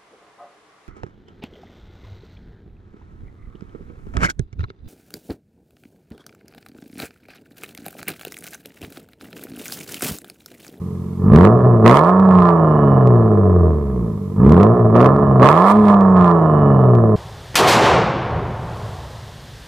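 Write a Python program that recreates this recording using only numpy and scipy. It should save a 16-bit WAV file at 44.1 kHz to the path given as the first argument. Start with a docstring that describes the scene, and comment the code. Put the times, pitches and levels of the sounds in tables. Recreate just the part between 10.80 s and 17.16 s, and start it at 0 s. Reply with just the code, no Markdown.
"""A V6 coupe idles in a yard and is revved in five blips, coasting down after each.
It stands a few metres from two microphones on the ground, with a short scattered tail around it.
Firings from two cylinder banks ring the exhaust: a low boom, a hollow bark and a metallic rasp over a drone.
Filtered noise makes tailpipe gas, intake song and microphone hiss; ringing clicks are the overload.
Engine speed and throttle set the exhaust's balance; the loudest peaks round off at full scale."""
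import sys
import numpy as np
from scipy import signal
from scipy.io import wavfile
from scipy.ndimage import uniform_filter1d

SR = 44100
rng = np.random.default_rng(int(sys.argv[2]) if len(sys.argv) > 2 else 0)


def generate_wav(sig):
    """Save sig (samples, or channels by samples) to the path in sys.argv[1] as 16-bit PCM at SR."""
    pcm = np.round(np.clip(np.atleast_2d(sig).T, -1, 1) * 32767).astype(np.int16)
    wavfile.write(sys.argv[1], SR, pcm)


N = 280476
T = np.arange(N) / SR  # t/s

# engine speed, rounded later by the flywheel: t/s, firing rate f/Hz
SPEED = [(0, 44.8), (.41, 44.7), (.52, 54), (.6, 85.5), (.76, 126), (.89, 123.5), (1.03, 106.5),
         (1.11, 123.5), (1.3, 185), (1.42, 193), (1.6, 180.2), (2, 145), (2.6, 99.9), (3, 73.4),
         (3.42, 47.8), (3.56, 47.8), (3.69, 69), (3.84, 104), (3.96, 124), (4.11, 107.5), (4.22, 125),
         (4.39, 145), (4.63, 124), (4.87, 200), (4.98, 214.5), (5.4, 181.2), (5.8, 146), (6.36, 103.3)]
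# throttle blips: middle of opening t/s, time to open t/s, length t/s, first surge level/dB,
# lull of the drone after shutting level/dB
BLIPS = [(0.451, .17, 0.26, 7.5, -8), (1.038, 0.032, 0.31, 3, 1), (3.57, 0.045, 0.31, -5.5, -22),
         (4.136, 0.029, 0.18, -1.5, -10), (4.604, 0.036, 0.34, 3.5, -2)]
SHUT_S, SURGE_S = 0.099, 0.07  # time the throttle takes to shut; decay of the first surge
LULL_AFTER_S, LULL_S = 0.088, 0.026  # the flow slackens just after the throttle shuts
STUMBLE_AFTER_S, STUMBLE_S = 0.17, 0.064  # then the engine burns unevenly for a moment

# relative strength of each cylinder in firing order: level/dB
CYLINDERS_DB = [-1.9, -0.6, 0.68, -0.92, -1, 1]
# each cylinder's front through its own runner, in firing order: relative level/dB, delay t/s
RUNNERS = [(1, .0004), (-3.5, 0.00013), (-3, 0.00068), (1.5, .0003), (0.5, 0.000077), (-3, .0005)]
CROSSOVER_S = 0.00051  # one bank's gas takes the longer pipe
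COAST_SCATTER_DB, LOADED_SCATTER_DB = 0.95, 1  # scatter of the firings, throttle shut and open
STUMBLE_DB, IDLE_SCATTER_DB = 2, -0.2  # added to the scatter

# exhaust balance, throttle shut: firing rate f/Hz, then drone, boom, bark and rasp level/dB
COASTING = [(44.2, -60, -25, -38, -50), (59.8, -25.5, -19, -28, -42), (72, -22.5, -24, -26.5, -40),
            (83.2, -12, -18, -18, -31.5), (108.5, -15, -15.5, -17, -29.5), (120, -10, -16, -15.5, -26),
            (139.4, -13.5, -13.5, -18, -23), (171.85, -14, -27, -16, -20.5), (180.6, -9, -18, -20, -22),
            (198, -10.5, -25.5, -18, -19.5), (216.5, -8, -20, -18, -21.5)]
# exhaust balance, throttle open: firing rate f/Hz, then drone, boom, bark and rasp level/dB
PULLING = [(46.6, -36, -9, -26, -30.5), (65, -15, -5.5, -14.5, -24.5), (93, -13.5, -9.5, -12, -19),
           (128, -12, -13, -11, -16), (139, -17, -20.5, -16.5, -16.5), (197, -15, -37, -19, -16)]
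# silencer resonances: f/Hz, width f/Hz, relative level/dB
BOOM = [(99.4, 24, 2.5), (140, 390, 3), (187, 42, 0.5), (204, 90, 0.5)]
# lower resonances along the whole pipe: f/Hz, width f/Hz, relative level/dB
BARK = [(356.7, 47, 2.5), (426, 13.8, 5.5), (443.5, 12, -8)]
# upper resonances of the bark: f/Hz, width f/Hz, relative level/dB
BARK_TOP = [(579, 26, -3), (639.8, 31, 1), (711, 50, -1)]
# tailpipe resonances: f/Hz, width f/Hz, relative level/dB
RASP = [(806, 310, -6.5), (1037, 100, -6.5), (1082, 73, 4), (1199, 180, 4.5), (1400, 11, -13.5)]
# metal tip of the tailpipe: f/Hz, width f/Hz, relative level/dB
TIP = [(1705, 200, 0)]
# dips cut by the silencer's chambers when little gas flows: f/Hz, width f/Hz, cancelling echo level/dB
NOTCHES = [(255.2, 65, -4.5), (514, 68, -1.5), (753, 58, -3.5)]
# the pipe's main mode, less damped when little gas flows: f/Hz, width f/Hz, added level/dB
GROWL = [(431.3, 30, -9.5)]

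COAST_GAS_DB, GAS_DB_PER_OCTAVE = -58.5, 5  # tailpipe flow at 150 firings a second, and its rise with speed
HISS_DB = -57  # each side's even noise at 45 firings a second, before its lows are lifted
# spells of overload at full load and on the overrun: start t/s, length t/s, click drive level/dB,
# spitting gas flow level/dB, added rasp level/dB
OVERLOAD_SPELLS = [(0.524, .14, -36, -44.5, 0.5), (1.057, .14, -17, -35, 4), (1.21, 0.1, -31, -53.5, 1),
                   (1.508, .21, -34, -60, 5), (3.645, .2, -44, -52, -1), (4.17, 0.1, -41, -52, 0.5),
                   (4.623, 0.11, -20, -38, 4.5), (4.746, 0.12, -25.5, -45, 3),
                   (4.862, 0.063, -22, -35, 4.5), (4.927, 0.2, -39, -52, -1.5),
                   (5.068, 0.077, -29, -55, 5.5), (5.357, 0.16, -37, -57, 5)]
# click strength at each cylinder's firings during a spell, in firing order: relative level/dB
CLICK_DB = [3, -11, -3, -11.5, -7, -9]
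CLICK_SCATTER_DB = 5
# single overload clicks: t/s, drive level/dB before the resonances
SINGLE_CLICKS = [(0.5611, -19), (0.6512, -12.5), (1.063, -12), (1.0786, -10), (1.1132, -20), (1.1709, -17),
                 (1.4003, -35.5), (2.2737, -32), (3.6955, -29), (3.7223, -24), (3.8323, -23), (4.1652, -27),
                 (4.2149, -25.5), (4.2466, -31), (4.2626, -25), (4.3643, -39), (4.6889, -6), (5.2095, -33),
                 (6.1519, -35)]
TOP_HZ = 14800  # upper limit of the microphones' sound


def undb(db):
    """Decibels to gain."""
    return 10 ** (np.asarray(db) / 20)


def noise():
    """White noise of rms 1."""
    return rng.standard_normal(N)


def cut(x, hz, kind, order=2):
    """Low- or high-pass, run both ways to leave the crests of the pulses in place."""
    sections = signal.butter(order, hz, kind, fs=SR, output="sos")
    return signal.sosfiltfilt(sections, x, padtype=None)


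def ring(x, modes):
    """A sum of resonances."""
    total = 0
    for hz, width_hz, db in modes:
        b, a = signal.iirpeak(hz, hz / width_hz, fs=SR)
        total = total + undb(db) * signal.lfilter(b, a, x)
    return total


def steady(x, size=1500):
    """Hold the running rms near 1, over a window of so many samples."""
    power = uniform_filter1d(uniform_filter1d(x ** 2, size), size)
    return x / np.sqrt(np.abs(power) + 1e-18)


def late(x, lag_s):
    """Delay a sound."""
    return np.interp(T - lag_s, T, x)


def place(x, left_db):
    """Share a sound between the two microphones, left minus right in dB."""
    left = undb(left_db)
    return np.array([[left], [1]]) * 2 / (1 + left) * x


def yard(x, wet_db, t60):
    """Ground, cars and house wall scatter a short tail, different at each microphone."""
    t = np.arange(SR // 3) / SR
    decay = np.exp(-np.log(1000) * t / t60)
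    tail = rng.standard_normal((2, len(t))) * decay * (t > 0.004)
    tail /= np.sqrt(np.sum(tail ** 2, axis=1, keepdims=True))
    return x + undb(wet_db) * signal.fftconvolve(x, tail, axes=1)[:, :N]


def ramp(at_s, length_s):
    """A step from 0 to 1, centred on a moment."""
    return np.clip((T - at_s) / length_s + 0.5, 0, 1)


def bump(at_s, width_s):
    """A brief swell around a moment."""
    return np.exp(-((T - at_s) / width_s) ** 2)


def at_speed(table, hz):
    """The columns of a table, read at the engine's firing rate."""
    rates, *columns = np.transpose(table)
    return np.array([np.interp(hz, rates, column) for column in columns])


def pedal():
    """What the blips do: throttle opening and first surge, then a lull and a stumble on shutting."""
    throttle = surge_db = lull_db = stumble = 0
    for opens, open_s, length, first_db, dip_db in BLIPS:
        shuts = opens + length
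        held = ramp(opens, open_s) * (1 - ramp(shuts, SHUT_S))
        throttle = throttle + held
        surge_db = surge_db + first_db * held * np.exp(-np.maximum(T - opens, 0) / SURGE_S)
        lull_db = lull_db + dip_db * bump(shuts + LULL_AFTER_S, LULL_S)
        stumble = stumble + bump(shuts + STUMBLE_AFTER_S, STUMBLE_S)
    return throttle, surge_db, lull_db, stumble


def strike(times, sizes):
    """A train of clicks, each split between two neighbouring samples."""
    at = np.clip(times * SR, 0, N)
    whole = at.astype(int)
    part = at - whole
    first = np.bincount(whole, sizes * (1 - part), N + 2)
    second = np.bincount(whole + 1, sizes * part, N + 2)
    return (first + second)[:N]


def firings(hz, turns, scatter_db, wobble=0.0099):
    """Time and strength of each firing; the banks alternate and one arrives late."""
    k = np.arange(int(turns[-1]))
    strength_chance, time_chance = rng.standard_normal((2048, 2))[k].T
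    times = np.interp(k, turns, T)
    rate = np.interp(times, T, hz)
    scatter = np.interp(times, T, scatter_db)
    bank_lag = (k % 2 - 0.5) * CROSSOVER_S
    # wobble: share of a firing interval per dB of scatter
    times = times + bank_lag + wobble * scatter * time_chance / rate
    return times, undb(np.resize(CYLINDERS_DB, len(k)) + scatter * strength_chance)


def steepen(times, sizes, hz, bank_db=1.5, power=0.96, spread_db=0.7):
    """Pulses steepen into fronts, each through its runner; the leading bank swaps on the overrun."""
    hz_per_s = np.gradient(uniform_filter1d(hz, SR // 8)) * SR
    load = np.tanh(hz_per_s / 20 + 1)
    k = np.arange(len(times))
    runner_db, runner_s = np.array(RUNNERS)[k % len(RUNNERS)].T
    chance = rng.standard_normal(2048)[k]
    lead_db = bank_db * (-1.0) ** k * np.interp(times, T, load)
    front_db = runner_db + lead_db + spread_db * chance
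    return strike(times + runner_s - runner_s.mean(), sizes ** power * undb(front_db))


def puffs(pulses, decay_s):
    """Each pulse is followed by a dying burst of noise of the same energy."""
    keep = np.exp(-2 / (decay_s * SR))
    power = signal.lfilter([1 - keep], [1, -keep], pulses ** 2)
    return noise() * np.sqrt(power + 1e-18)


def churn(pulses, hz):
    """Gas tumbles in the silencer between slow firings and fades as the speed rises."""
    tumbling = puffs(pulses, decay_s=0.025) + np.sqrt(hz / SR) * noise()
    return (46 / hz) ** 2 * tumbling


def hollow(x, throttle):
    """With the throttle shut, echoes in the silencer cancel a few bands and the pipe growls."""
    return x + (1 - throttle) * (ring(x, GROWL) - ring(x, NOTCHES))


def boom(pulses, hz, turns, churn_db=-11):
    """The silencer rings with the overtones of the pulses."""
    # the swell at the firing rate itself leaves the pipe as the drone
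    overtones = pulses - hz / SR * (1 + 2 * np.cos(2 * np.pi * turns))
    body = ring(overtones + undb(churn_db) * churn(pulses, hz), BOOM)
    body = cut(cut(body, 62, "high", order=4), 250, "low", order=4)
    return late(steady(body), lag_s=0.0003)


def bark(fronts, hz, churn_db=-1, open_hz=135, turbulence_db=-14):
    """The pipe rings hollow; slow firings are soft and hardly reach its upper resonances."""
    drive = fronts + undb(turbulence_db) * puffs(fronts, decay_s=0.0042)
    drive = drive + undb(churn_db) * churn(fronts, hz)
    rough = drive + undb(-7) * puffs(fronts, decay_s=0.004)
    top = ring(rough, BARK_TOP) * np.minimum(hz / open_hz, 1) ** 1.3
    # the lower modes build up along the whole pipe and answer later
    body = late(ring(drive, BARK), lag_s=0.0005)
    band = cut(cut(body + top, 240, "high"), 870, "low", order=3)
    return steady(band, size=5000)


def rasp(fronts, hz, tip_db=-15, edge_db=-18, churn_db=4, turbulence_db=-3):
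    """The fronts and their turbulence ring the tailpipe and its metal tip."""
    drive = fronts + undb(turbulence_db) * puffs(fronts, decay_s=0.002)
    drive = drive + undb(churn_db) * churn(fronts, hz)
    pipe = cut(cut(ring(drive, RASP), 480, "high"), 1233, "low", order=5)
    tip = undb(tip_db) * ring(ring(drive, TIP), TIP)
    edge = undb(edge_db) * cut(cut(drive, 570, "high"), 1424, "low")
    return steady(pipe + tip + edge)


def exhaust(pulses, fronts, hz, swell, turns, throttle, levels_db):
    """The drone and three groups of resonances, the higher ones louder on the right."""
    drone_gain, boom_gain, bark_gain, rasp_gain = undb(levels_db)
    drone = np.sqrt(2) * np.cos(2 * np.pi * swell) * drone_gain
    booming = hollow(boom(pulses, hz, turns), throttle) * boom_gain
    low = place(drone + booming, left_db=-0.4)
    barking = hollow(bark(fronts, hz), throttle) * bark_gain
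    rasping = rasp(fronts, hz) * rasp_gain
    high = place(barking, left_db=-1.9) + place(rasping, left_db=-5.8)
    return yard(low, wet_db=-22, t60=0.07) + yard(high, wet_db=-8.5, t60=0.18)


def gas(fronts, hz, rush):
    """The tailpipe jet hisses in time with the firings, more with speed and when it spits."""
    flow = rush + undb(COAST_GAS_DB + GAS_DB_PER_OCTAVE * np.log2(hz / 150))
    turbulence = puffs(fronts, decay_s=0.0079)
    jet = ring(turbulence, [(2100, 330, 9), (3230, 460, -5), (7900, 3300, -14)])
    jet = steady(cut(jet, 16000, "low", order=1)) * flow
    return yard(place(jet, left_db=-22), wet_db=-12.5, t60=0.047)


def hiss(hz, sink_db=4):
    """Faint microphone hiss, turned down as the engine speeds up, by so many dB an octave."""
    floor = np.array([noise(), noise()]) + 0.096 * noise()  # a little is common to both sides
    floor = floor + 1.3 * cut(floor, 1700, "low", order=1)
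    return floor * undb(HISS_DB - sink_db * np.log2(hz / 45))


def spells(fade_s=0.0083):
    """Strength of the overload clicks, flow of spitting gas and added rasp through time."""
    start, length, click_db, gas_db, rasp_db = np.transpose(OVERLOAD_SPELLS)
    gates = np.array([ramp(s, fade_s) - ramp(s + held, fade_s) for s, held in zip(start, length)])
    return undb(click_db) @ gates, undb(gas_db) @ gates, rasp_db @ gates


def spell_clicks(times, strength):
    """During a spell each firing sets off an overload click of uneven strength."""
    k = np.arange(len(times))
    chance = rng.standard_normal(2048)[k]
    click_db = np.resize(CLICK_DB, len(k)) + CLICK_SCATTER_DB * chance
    return strike(times, np.interp(times, T, strength) * undb(click_db))


def overload(in_spells, trim_db=3, fizz_db=-6, low_db=17, soft_hz=7000):
    """Sharp overload clicks on the peaks, singly and in spells; the single ones are fuller and lower."""
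    times, drive_db = np.transpose(SINGLE_CLICKS)
    singles = undb(trim_db) * strike(times, undb(drive_db))
    clicks = singles + undb(trim_db) * in_spells
    fizz = np.array([puffs(clicks, decay_s=0.0014), puffs(clicks, decay_s=0.0022)])  # left, right
    clicks = clicks + undb(fizz_db) * fizz
    edge = ring(clicks, [(1900, 760, 22.2), (3400, 690, 2.3)])
    edge = cut(cut(edge, 1100, "high"), soft_hz, "low", order=1)
    low_part = undb(low_db) * ring(singles, [(680, 290, 0.5), (1250, 210, 14.5)])
    return place(edge + low_part, left_db=-8)


def intake(hz, level_db=-58, best_hz=145, range_hz=30):
    """Air sings past the shut throttle plate in a narrow range of falling engine speed."""
    plate = [(2930, 210, 0)]
    song = steady(ring(ring(noise(), plate), plate))
    falling = np.gradient(hz) < 0
    near_best = np.exp(-((hz - best_hz) / range_hz) ** 2)
    tuning = uniform_filter1d(falling * near_best, SR // 3) ** 2
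    return place(song * undb(level_db) * tuning, left_db=-14)


def scene():
    """The engine speed times the firings; speed and throttle set how loud and how even they are."""
    hz = np.interp(T, *np.transpose(SPEED))
    hz = uniform_filter1d(hz, size=SR // 20)  # the flywheel rounds every change
    throttle, surge_db, lull_db, stumble = pedal()
    clicking, rush, roar_db = spells()

    levels_db = (1 - throttle) * at_speed(COASTING, hz) + throttle * at_speed(PULLING, hz)
    drone_db, boom_db, bark_db, rasp_db = levels_db + surge_db
    levels_db = [drone_db + lull_db, boom_db, bark_db, rasp_db + roar_db]
    scatter_db = (1 - throttle) * COAST_SCATTER_DB + throttle * LOADED_SCATTER_DB
    scatter_db = scatter_db + STUMBLE_DB * stumble + IDLE_SCATTER_DB * (hz.min() / hz) ** 2

    swell = np.cumsum(hz) / SR  # in firing cycles
    # below the silencer's resonance the swell of flow runs ahead of the pulses
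    turns = swell - np.minimum((51 / hz) ** 2.7, 0.8)
    times, sizes = firings(hz, turns, scatter_db)
    fronts = steepen(times, sizes, hz)
    pipe = exhaust(strike(times, sizes), fronts, hz, swell, turns, throttle, levels_db)
    jet = gas(fronts, hz, rush)
    clicks = overload(spell_clicks(times, clicking))
    return pipe + jet + clicks + intake(hz) + hiss(hz)


def record(dry, fade_s=0.004):
    """Round off the loudest peaks at full scale, fade the very end and cut the top."""
    knee = 20  # higher is a harder corner
    clipped = dry / (1 + np.abs(dry) ** knee) ** (1 / knee)
    faded = clipped * np.minimum((T[-1] - T) / fade_s, 1)
    top_cut = signal.ellip(10, 0.1, 70, TOP_HZ, fs=SR, output="sos")
    return signal.sosfilt(top_cut, faded)


dry = scene()
out = record(dry)
generate_wav(out)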